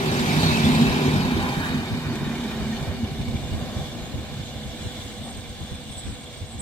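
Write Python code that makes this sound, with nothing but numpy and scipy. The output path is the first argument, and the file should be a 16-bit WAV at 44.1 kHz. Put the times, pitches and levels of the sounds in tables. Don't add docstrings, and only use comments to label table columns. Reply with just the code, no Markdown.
import sys
import numpy as np
from scipy import signal
from scipy.fft import rfft, irfft
from scipy.io import wavfile
from scipy.ndimage import uniform_filter1d, map_coordinates

SR = 44100
rng = np.random.default_rng(int(sys.argv[2]) if len(sys.argv) > 2 else 0)


def store_pcm(level_fs):
    pcm = np.round(np.clip(level_fs, -1, 1) * 32767).astype(np.int16)
    wavfile.write(sys.argv[1], SR, np.atleast_2d(pcm).T)


N = 291501
T = np.arange(N) / SR
F = np.arange(N // 2 + 1) * SR / N + 1e-3

# (time [s], lag of the right channel [ms], left minus right level [dB])
BEARING = [(0, 0.37, -1), (.6, 0.38, -1.5), (1.1, 0.34, -1), (1.85, 0.2, -1), (2.2, 0.06, -1.5),
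           (3.2, 0.072, -1.5), (6.61, 0.06, -1.5)]
# (frequency [Hz], width [Hz], gain [dB])
WHEEL_MODES = [(930, 16, -6), (1156, 59, 4), (1570, 430, 5), (1830, 33, 6), (2412, 130, 6.5),
               (3080, 120, 0.5), (3745, 100, 3.5)]
# (time [s], half length [s], rise in singing [dB], rise in roar [dB])
GRINDS = [(1.455, 0.034, 3, 1), (1.673, 0.08, 8.5, 2), (2.53, 0.025, -5, 3.5), (2.853, 0.049, -2, 3.5),
          (3.706, 0.15, 5, 4), (4.05, .06, 7, 2), (4.342, 0.13, 6, 1.5), (4.8, 0.021, 13, 2),
          (4.987, 0.073, 7, 3), (5.27, 0.036, -9, 5.5), (5.732, .05, 11, 0.5), (6.092, 0.055, 14, -0.5)]


def undb(db):
    return 10 ** (np.asarray(db) / 20)


def curves(table):
    times, *columns = np.transpose(table)
    return [np.interp(T, times, column) for column in columns]


def unit(x):
    return x / np.sqrt(np.mean(x ** 2))


def bell(s, half_s):
    return np.exp(-((T - s) / half_s) ** 2 / 2)


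def walk(rate):
    hold = int(SR / rate)
    held = rng.standard_normal(N)[np.arange(N) // hold]
    return unit(uniform_filter1d(uniform_filter1d(held, hold), hold))


def steady(x, span_s):
    power = uniform_filter1d(np.atleast_2d(x) ** 2, int(span_s * SR) + 1).mean(axis=0)
    return unit(x / np.sqrt(power + 1e-9))


def colour(x, points, peaks=()):
    hz, db = np.transpose(points)
    gain_db = np.interp(np.log(F), np.log(hz), db)
    for centre, width, rise in peaks:
        gain_db = gain_db + rise / (1 + (2 * (F - centre) / width) ** 2)
    skirts = np.minimum(F / hz[0], 1) ** 2 * np.minimum(hz[-1] / F, 1) ** 2
    return unit(irfft(rfft(x) * undb(gain_db) * skirts, N))


def ring(x, modes):
    response = sum(undb(db) / (1 + 1j * hz / (1.175 * width) * (F / hz - hz / F)) ** 2
                   for hz, width, db in modes)
    return unit(irfft(rfft(x) * response, N))


def flickering_modes(x, modes, depth_db, rate):
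    return sum(ring(x, [(hz, width, 0)]) * undb(db + depth_db * walk(rate)) for hz, width, db in modes)


def patchy(x, depth_db, rate):
    spectrum = rfft(x)
    band = np.digitize(F, np.geomspace(1500, 9000, num=13))
    top = irfft(spectrum * (band == band.max()), N)
    lower = sum(irfft(spectrum * (band == k), N) * undb(depth_db * walk(rate))
                for k in np.unique(band)[:-1])
    return unit(top + lower)


def wander(x, spread, rate):
    stray = walk(rate)
    index = np.cumsum(1 + spread * (stray - stray.mean()))
    return np.array([map_coordinates(channel, [index], order=3, mode="mirror") for channel in x])


def delayed(x, ms):
    return map_coordinates(x, [np.arange(N) - ms * SR / 1000], order=3, mode="nearest")


def place(x, abreast=1):
    lag_ms, pan_db = curves(BEARING)
    return np.array([x * undb(pan_db / 2), delayed(x, lag_ms * abreast) * undb(-pan_db / 2)])


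def scattered(gap_m=0.17):
    coherence = .9 * np.sinc(2 * F * gap_m / 343)
    mid, side = irfft(rfft(rng.standard_normal((2, N))) * np.sqrt([1 + coherence, 1 - coherence]), N)
    return unit(np.array([mid + side, mid - side]))


def field(scatter_db, abreast=1):
    pan_db = curves(BEARING)[1]
    echoes = scattered() * undb(np.array([pan_db, -pan_db]) / 4)
    return unit(place(rng.standard_normal(N), abreast) + undb(scatter_db) * echoes)


def passing(db, ahead_m, nearest_m, doubling_db, screen_db):
    speed_m_s, rear_passes_s, fade_s = 3.71, 1.476, 0.15
    along_m = ahead_m + speed_m_s * (T - rear_passes_s)
    doublings = np.log2(np.hypot(along_m, nearest_m) / nearest_m)
    screened = np.clip((T - rear_passes_s) / fade_s, 0, 1)
    return db - doubling_db * doublings - screen_db * screened


def ground(x, rough_hz=4200):
    # (time [s], extra delay [ms], amplitude relative to direct sound [ratio])
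    reflection = [(0, 1.42, 0.02), (1.2, 1.48, 0.2), (2.1, 1.51, .6), (3.6, 1.555, .55), (6.61, 1.575, .52)]
    ms, share = curves(reflection)
    bounced = irfft(rfft(x) / (1 + (F / rough_hz) ** 6), N)
    return np.array([direct - share * delayed(back, ms) for direct, back in zip(x, bounced)])


def firings(engine_speed, nominal_hz=34.23, jitter=.14, spread_db=4.5, decay_cycles=0.3):
    cycles = np.cumsum(nominal_hz * engine_speed * (1 + jitter * walk(40))) / SR
    strength = undb(spread_db * rng.standard_normal(size=1024))[cycles.astype(int)]
    return unit(strength * np.exp(-(cycles % 1) / decay_cycles))


def drone(pressure, pitch, modes, db, gas_db=2, diffuse_db=-9):
    knocks = ring(np.diff(pressure, prepend=pressure[0]), modes)
    gas = undb(gas_db) * ring(pressure * rng.standard_normal(N), modes)
    evened = steady(knocks + gas, span_s=0.036)
    shifted = np.interp(np.cumsum(pitch), np.arange(N), evened)
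    return (place(shifted) + undb(diffuse_db) * ring(scattered(), modes)) * undb(db)


def engine(pressure, engine_speed, lope_db=1.3, lope_rate=22):
    # (frequency [Hz], width [Hz], gain [dB])
    boom_modes = [(148.8, 27.8, 10.5), (109.6, 56, -2), (182, 50, -1.5), (89, 76, -10.5)]
    upper_modes = [(228, 16, -.5), (243, 14, 0), (310, 60, -19)]
    gearbox_modes = [(387, 31, 5), (481, 65, -8.5)]
    # (time [s], half length [s], rise in boom [dB], rise in upper drone [dB])
    surges = [(0.432, 0.063, 5, -0.5), (0.684, 0.041, 3.5, 8), (0.826, 0.036, 4.5, 9.5),
              (1.142, 0.069, 9, 3), (1.368, 0.029, 0.5, 5), (1.578, 0.034, 6, -2), (1.754, 0.026, 10, 8),
              (1.946, 0.026, 4, 5), (2.108, 0.049, 6.5, 9), (2.294, 0.06, -0.5, 6), (2.437, 0.021, -8, 8.5),
              (2.555, 0.05, 2, 6), (2.708, 0.037, 4.5, 11.5), (3.031, 0.028, -4, 13.5),
              (3.346, 0.088, 6, 6), (3.632, 0.0165, 2, 9), (3.82, 0.017, 12, 5), (4.387, 0.036, 9, 7.5),
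              (4.642, 0.014, 4, 8), (4.862, 0.025, 6, -7), (5.24, 0.076, -4, 9), (5.883, 0.011, 2, 13),
              (6.555, 0.031, -10, 11)]
    # (time [s], level [dB])
    gearbox_level = [(0, -33), (.45, -35.5), (1, -31.5), (1.5, -42.5), (2.1, -42), (2.8, -45), (3.5, -51),
                     (4.5, -56.5), (6.61, -70)]
    boom_db = passing(-26.5, ahead_m=3, nearest_m=1.97, doubling_db=6.5, screen_db=0.5)
    boom_db += sum(db * bell(s, half_s) for s, half_s, db, _ in surges)
    upper_db = passing(-28, ahead_m=2.5, nearest_m=4, doubling_db=9, screen_db=1.7)
    upper_db += sum(db * bell(s, half_s) for s, half_s, _, db in surges)
    layers = [(boom_modes, engine_speed, boom_db), (upper_modes, engine_speed, upper_db),
              (gearbox_modes, np.ones(N), curves(gearbox_level)[0])]
    return sum(drone(pressure, pitch, modes, db + lope_db * walk(lope_rate))
               for modes, pitch, db in layers)


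def exhaust(rise_s=0.0089, dull_db_per_s=1.8):
    # (frequency [Hz], relative density [dB])
    rumble_spectrum = [(20, -14), (30, -6.5), (42, -5), (60, 0.5), (85, -0.5), (120, -1.5), (175, -11.5),
                       (225, -1.5), (300, -10), (450, -18), (900, -61)]
    chuff_spectrum = [(25, -30), (55, -10), (90, 6.5), (140, -3.5), (180, -4.5), (235, -14.5), (300, -12.5),
                      (450, -23.5), (1000, -27), (3000, -58)]
    # (frequency [Hz], width [Hz], gain [dB])
    pipe_modes = [(77, 49, 0), (169, 66, -9.5)]
    # (time [s], relative level [dB], length [s])
    chuffs = [(.08,-32,.06), (.203,-27,.05), (.35,-30,.05), (.475,-27,.075), (.63,-27,.06), (.72,-26.5,.06),
              (.853,-26,.1), (1.146,-29,.06), (1.235,-28,.04), (1.33,-28,.13), (1.565,-29,.07),
              (1.69,-32,.05), (1.775,-31,.04), (1.905,-25.5,.055), (2.05,-29.5,.085), (2.203,-26.5,.035),
              (2.255,-30,.04), (2.52,-31,.025), (2.59,-29,.065), (2.808,-27,.03), (2.868,-27.5,.06),
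              (3.025,-28.5,.04), (3.11,-34,.025), (3.192,-25,.035), (3.275,-29,.035), (3.337,-24.5,.028),
              (3.425,-28,.03), (3.512,-27,.068), (3.6,-31,.06), (3.755,-28.5,.065), (3.94,-35,.04),
              (4.015,-37,.035), (4.132,-29.5,.085), (4.315,-37,.03), (4.39,-34,.04), (4.55,-32,.04),
              (4.645,-35,.075), (4.8,-34,.03), (4.843,-28.5,.035), (4.97,-38,.04), (5.048,-36,.035),
              (5.19,-35,.055), (5.325,-35,.08), (5.485,-34.5,.04), (5.603,-32,.045), (5.708,-33,.055),
              (5.893,-35.5,.035), (5.96,-37.5,.028), (6.045,-32.5,.1), (6.408,-32.5,.04), (6.54,-36.5,.08)]
    gas = lambda: place(rng.standard_normal(N)) + undb(-1.5) * rng.standard_normal((2, N))
    envelope = np.zeros(N)
    for s, db, length_s in chuffs:
        age = np.clip(T - s, 0, 2 * length_s)
        envelope += undb(db) * np.minimum(age / rise_s, 1) * np.exp(-(age / length_s) ** 4)
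    rumble_db = passing(-33, ahead_m=-7, nearest_m=1, doubling_db=2.5, screen_db=0.5)
    rumble = steady(colour(gas(), rumble_spectrum), 0.035) * undb(rumble_db + 0.5 * walk(21))
    away_db = dull_db_per_s * np.maximum(T - 3.5, 0)
    chuff = steady(colour(gas(), chuff_spectrum), 0.0234) * undb(-away_db)
    boom = steady(ring(gas(), pipe_modes), .03) * undb(away_db - 4)
    return rumble + (chuff + boom) * envelope


def clatter(pressure, beat_depth=0.18, crossover_hz=3000):
    # (frequency [Hz], relative density [dB])
    spectrum = [(900, -18), (1800, -2.5), (2400, 2), (3200, 0.5), (4200, 0), (5300, -5.5), (6500, -8),
                (7900, -9), (9300, -14), (12500, -17.5), (15500, -25)]
    # (frequency [Hz], width [Hz], rise [dB])
    casing_peaks = [(2290, 300, 2.5), (3564, 51, 5.5), (3813, 90, 7), (4100, 19, 8), (4490, 70, 7),
                    (4840, 41, 1), (7560, 200, 2)]
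    low_share = 1 / (1 + (F / crossover_hz) ** 4)
    noise = irfft(rfft(field(-0.5)) * np.sqrt(low_share) + rfft(field(18)) * np.sqrt(1 - low_share), N)
    rattle = colour(noise * (1 + beat_depth * pressure), spectrum, casing_peaks)
    level_db = passing(-28.5, ahead_m=3.5, nearest_m=1.33, doubling_db=5, screen_db=0.5)
    return patchy(rattle, depth_db=2, rate=55) * undb(level_db)


def jangle(steel_db, low_hz=2050, high_hz=5200, rise_s=.002, decay_s=0.042, range_db=8, count=600):
    age = T[:SR // 8]
    envelope = np.minimum(age / rise_s, 1) * np.exp(-age / decay_s)
    taps = np.zeros((2, N + len(age)))
    for when, pitch, size, right_phase in rng.random((count, 4)):
        start, hz = int(when * N), low_hz * (high_hz / low_hz) ** pitch
        tone = np.sin(2 * np.pi * (hz * age + np.array([[0], [right_phase]])))
        taps[:, start:start + len(age)] += undb(range_db * size) * low_hz / hz * envelope * tone
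    return unit(taps[:, :N]) * undb(steel_db - 4)


def ringing(steel_db):
    # (frequency [Hz], width [Hz], relative level [dB])
    steel_modes = [(2340, 130, -9), (2607, 37, 6.5), (2850, 87, -3), (3235, 130, 3.5), (3805, 290, 0),
                   (4194, 18, -8), (4540, 44, -16), (5130, 140, -2.5)]
    shaken = flickering_modes(field(-4), steel_modes, depth_db=1, rate=24)
    return steady(shaken, 0.047) * undb(steel_db)


def cooling_fan(waver=0.01184, rasp=0.51):
    # (frequency [Hz], relative density [dB])
    spectrum = [(900, -10), (1500, -7), (2100, -3), (2400, -16), (2570, -17), (2850, -4), (3130, -1),
                (3500, 4), (3900, 4), (4300, -8.5), (5000, -8), (7500, -5), (9500, -14), (13000, -20)]
    # (frequency [Hz], width [Hz], rise [dB])
    cowl_peaks = [(1700, 90, -3.5), (3220, 160, 8.5), (4500, 250, 4), (5250, 160, 1), (5650, 970, 1.5),
                  (6670, 1200, -3.5), (7950, 580, 2.5)]
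    # (time [s], level [dB])
    hiss_level = [(0, -63), (1.3, -79), (2.5, -43), (3.15, -46.5), (3.65, -42), (4.3, -45), (5.03, -43),
                  (5.3, -44.5), (5.7, -44.5), (6.61, -47.5)]
    # (time [s], frequency [Hz], level [dB])
    whine_track = [(0, 532, -63), (2, 493.3, -53), (3.6, 497.4, -50), (4.6, 497, -48.5),
                   (5.25, 494.7, -49.5), (6.61, 497, -53)]
    hz, whine_db = curves(whine_track)
    cycles = np.cumsum(hz * (1 + waver * walk(50))) / SR
    whine = np.sin(2 * np.pi * cycles) * (1 + rasp * walk(45))
    hiss = patchy(colour(field(3.2), spectrum, cowl_peaks), depth_db=1.75, rate=40)
    return hiss * undb(curves(hiss_level)[0] + 1.3 * walk(9)) + place(whine * undb(whine_db))


def air_hiss():
    # (frequency [Hz], relative density [dB])
    spectrum = [(4000, -4), (7500, 0), (9500, -2), (12500, -5), (15500, -9)]
    # (time [s], level [dB])
    hiss_level = [(0, -58), (.4, -42.5), (.78, -51), (.88, -61), (1.35, -54), (1.69, -46), (1.73, -62),
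                  (1.8, -90)]
    return colour(field(11), spectrum) * undb(curves(hiss_level)[0] + 1.3 * walk(34))


def wheel_roar(roar_db, leave_s=2.32, gone_s=3.02):
    # (frequency [Hz], relative density [dB])
    near_spectrum = [(150, 8), (330, 3), (480, -3.5), (560, -5), (660, -0.5), (820, -1), (1050, -3),
                     (1300, -7), (1800, -6.5), (2600, -19), (6000, -40)]
    far_spectrum = [(150, -17), (320, -6.5), (440, -1), (620, 6.5), (790, 6.5), (920, -6), (1020, 0),
                    (1400, -9), (1900, -7), (3000, -53), (6000, -39)]
    far_share = np.clip((T - leave_s) / (gone_s - leave_s), 0, 1)
    near = colour(field(-7, abreast=.75), near_spectrum) * np.sqrt(1 - far_share) * undb(5)
    far = colour(field(-6, abreast=1.1), far_spectrum) * np.sqrt(far_share) * undb(1)
    return (near + far) * undb(roar_db + .7 * walk(20))


def wheel_singing(settled_s=2.9, fade_db_per_s=32, rest_db=-6):
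    level_db = passing(-37.5, ahead_m=2, nearest_m=4, doubling_db=6.5, screen_db=3.1)
    level_db += np.clip((settled_s - T) * fade_db_per_s, rest_db, 0)
    level_db += sum(db * bell(s, half_s) for s, half_s, db, _ in GRINDS)
    singing = wander(ring(field(2.3), WHEEL_MODES), spread=0.00808, rate=14)
    return singing * undb(level_db + walk(24.78))


def grit(roar_db):
    # (frequency [Hz], relative density [dB])
    spectrum = [(7000, -0.5), (9500, -8), (12500, 3), (15500, -13)]
    return colour(field(10), spectrum) * undb(roar_db - 17)


def growl():
    # (frequency [Hz], width [Hz], gain [dB])
    bogie_modes = [(810, 50, 0), (894, 61, -1), (995, 52, -0.52)]
    # (time [s], level [dB])
    growl_level = [(0, -46), (.5, -40), (1.05, -34), (1.3, -37), (1.47, -34), (1.75, -46), (2.8, -49.5),
                   (3.3, -56), (6.61, -75)]
    return ring(field(0, abreast=0.44), bogie_modes) * undb(curves(growl_level)[0] + 1.5 * walk(25))


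def pings(waver=.0035, rasp=.6, phase_spread_rad=1.3):
    # (time [s], frequency [Hz], level [dB], half length [s])
    notes = [(0.276, 3900, -37, .03), (0.317, 5190, -38.5, 0.027), (0.46, 4270, -27, 0.026),
             (0.548, 2594, -33, 0.035), (0.867, 2610, -28.5, 0.018), (1.04, 5170, -42, 0.027),
             (1.11, 5160, -42, 0.022), (1.2, 1496, -41, 0.021), (2.057, 1500, -42, .02),
             (2.28, 1806, -43, .045), (2.396, 3080, -46, 0.05), (2.522, 1830, -40.5, 0.02),
             (2.717, 1830, -40, 0.032), (2.893, 1841, -44, .025)]
    wavering_s = np.cumsum(1 + waver * walk(89.2)) / SR
    phase = phase_spread_rad * np.array([walk(25.1), walk(24.6)])
    tones = sum(np.sin(2 * np.pi * hz * wavering_s + phase) * undb(db) * bell(s, half_s)
                for s, hz, db, half_s in notes)
    return tones * (1 + rasp * walk(150)) * undb(-1)


def rubbed_steel(events, width_hz, scatter_db):
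    rub = field(scatter_db)
    tone = lambda hz: steady(ring(rub, [(hz, width_hz, 0)]), 2 / width_hz)
    return sum(tone(hz) * undb(db) * bell(s, half_s) for s, hz, db, half_s in events)


def scrapes():
    # (time [s], frequency [Hz], level [dB], half length [s])
    events = [(.32, 2290, -34, 0.046), (.5, 3800, -30, .025), (.54, 2630, -34, .035),
              (.62, 2390, -40, 0.035), (.655, 3520, -31, 0.018), (.7, 2080, -38, 0.041),
              (1.645, 1610, -35, 0.04), (2.53, 1480, -46, 0.028)]
    return rubbed_steel(events, width_hz=220, scatter_db=2)


def clacks(rise_s=0.0029, decay_s=0.017):
    # (time [s], level [dB])
    impacts = [(1.635, -39), (2.508, -34.5), (2.8, -39)]
    # (frequency [Hz], relative density [dB])
    spectrum = [(700, -8), (2000, 0), (5000, -10), (14000, -24)]
    ages = [(np.maximum(T - s, 0), db) for s, db in impacts]
    envelope = sum(undb(db) * np.minimum(age / rise_s, 1) * np.exp(-age / decay_s) for age, db in ages)
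    noise = field(0)
    return unit(colour(noise, spectrum) + undb(2) * ring(noise, WHEEL_MODES)) * envelope


def chirr(db=-58.5, from_s=3.3, rise_s=.15):
    # (frequency [Hz], width [Hz], relative level [dB])
    high_modes = [(6690, 70, 4), (7700, 170, -5)]
    chirring = flickering_modes(field(0), high_modes, depth_db=2.5, rate=45)
    return unit(chirring) * undb(db) * np.clip((T - from_s) / rise_s, 0, 1)


def squeal(waver=0.007, flutter_db=1.5):
    # (time [s], frequency [Hz], level between bursts [dB])
    flange_track = [(3.2, 8000, -85), (3.4, 8000, -70), (5, 7800, -68), (5.3, 8180, -49.5),
                    (5.45, 8240, -58), (6.61, 8230, -64)]
    # (time [s], level [dB], half length [s])
    bursts = [(3.442, -54, .04), (3.57, -57, .03), (4.342, -65, .04), (4.66, -67, .03), (4.8, -53, 0.021),
              (5.134, -61, .03), (5.306, -51, 0.019), (5.395, -51, 0.024), (5.618, -60, 0.033),
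              (5.75, -55, 0.019), (5.87, -62, 0.04), (6.227, -51, 0.017), (6.365, -53, 0.028),
              (6.478, -53, .015)]
    # (time [s], frequency [Hz], level [dB], half length [s])
    slips = [(5.932, 8360, -43.5, 0.018), (5.99, 8020, -36.5, 0.012), (6.08, 8080, -48, 0.081),
             (6.528, 8030, -46, 0.025), (6.603, 7950, -32.5, 0.0081)]
    hz, rub_db = curves(flange_track)
    tone = np.sin(2 * np.pi * np.cumsum(hz * (1 + waver * walk(550))) / SR)
    envelope = undb(rub_db) + sum(undb(db) * bell(s, half_s) for s, db, half_s in bursts)
    envelope *= undb(flutter_db * walk(60))
    rasping = tone * (1 + walk(220))
    return place(rasping * envelope, abreast=0.46) + rubbed_steel(slips, width_hz=300, scatter_db=3)


def scene():
    # (time [s], pitch factor [ratio])
    engine_speed_track = [(0, 1), (.8, 1), (1.3, 1.02), (2.2, .97), (6.61, .935)]
    engine_speed = curves(engine_speed_track)[0]
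    pressure = firings(engine_speed)
    steel_db = passing(-38.5, ahead_m=2.5, nearest_m=0.97, doubling_db=4.5, screen_db=8)
    roar_db = passing(-30.5, ahead_m=3.5, nearest_m=1.96, doubling_db=5, screen_db=1.5)
    roar_db += sum(db * bell(s, half_s) for s, half_s, _, db in GRINDS)
    machinery = ground(clatter(pressure) + jangle(steel_db) + ringing(steel_db) + cooling_fan())
    air = air_hiss()
    rolling = wheel_roar(roar_db) + wheel_singing() + grit(roar_db) + growl()
    steel = pings() + scrapes() + clacks() + chirr() + squeal()
    return engine(pressure, engine_speed) + exhaust() + machinery + air + rolling + steel


def record(dry):
    return signal.sosfilt(signal.ellip(10, .2, 80, 15700, fs=SR, output="sos"), dry)


dry = scene()
out = record(dry)
store_pcm(out)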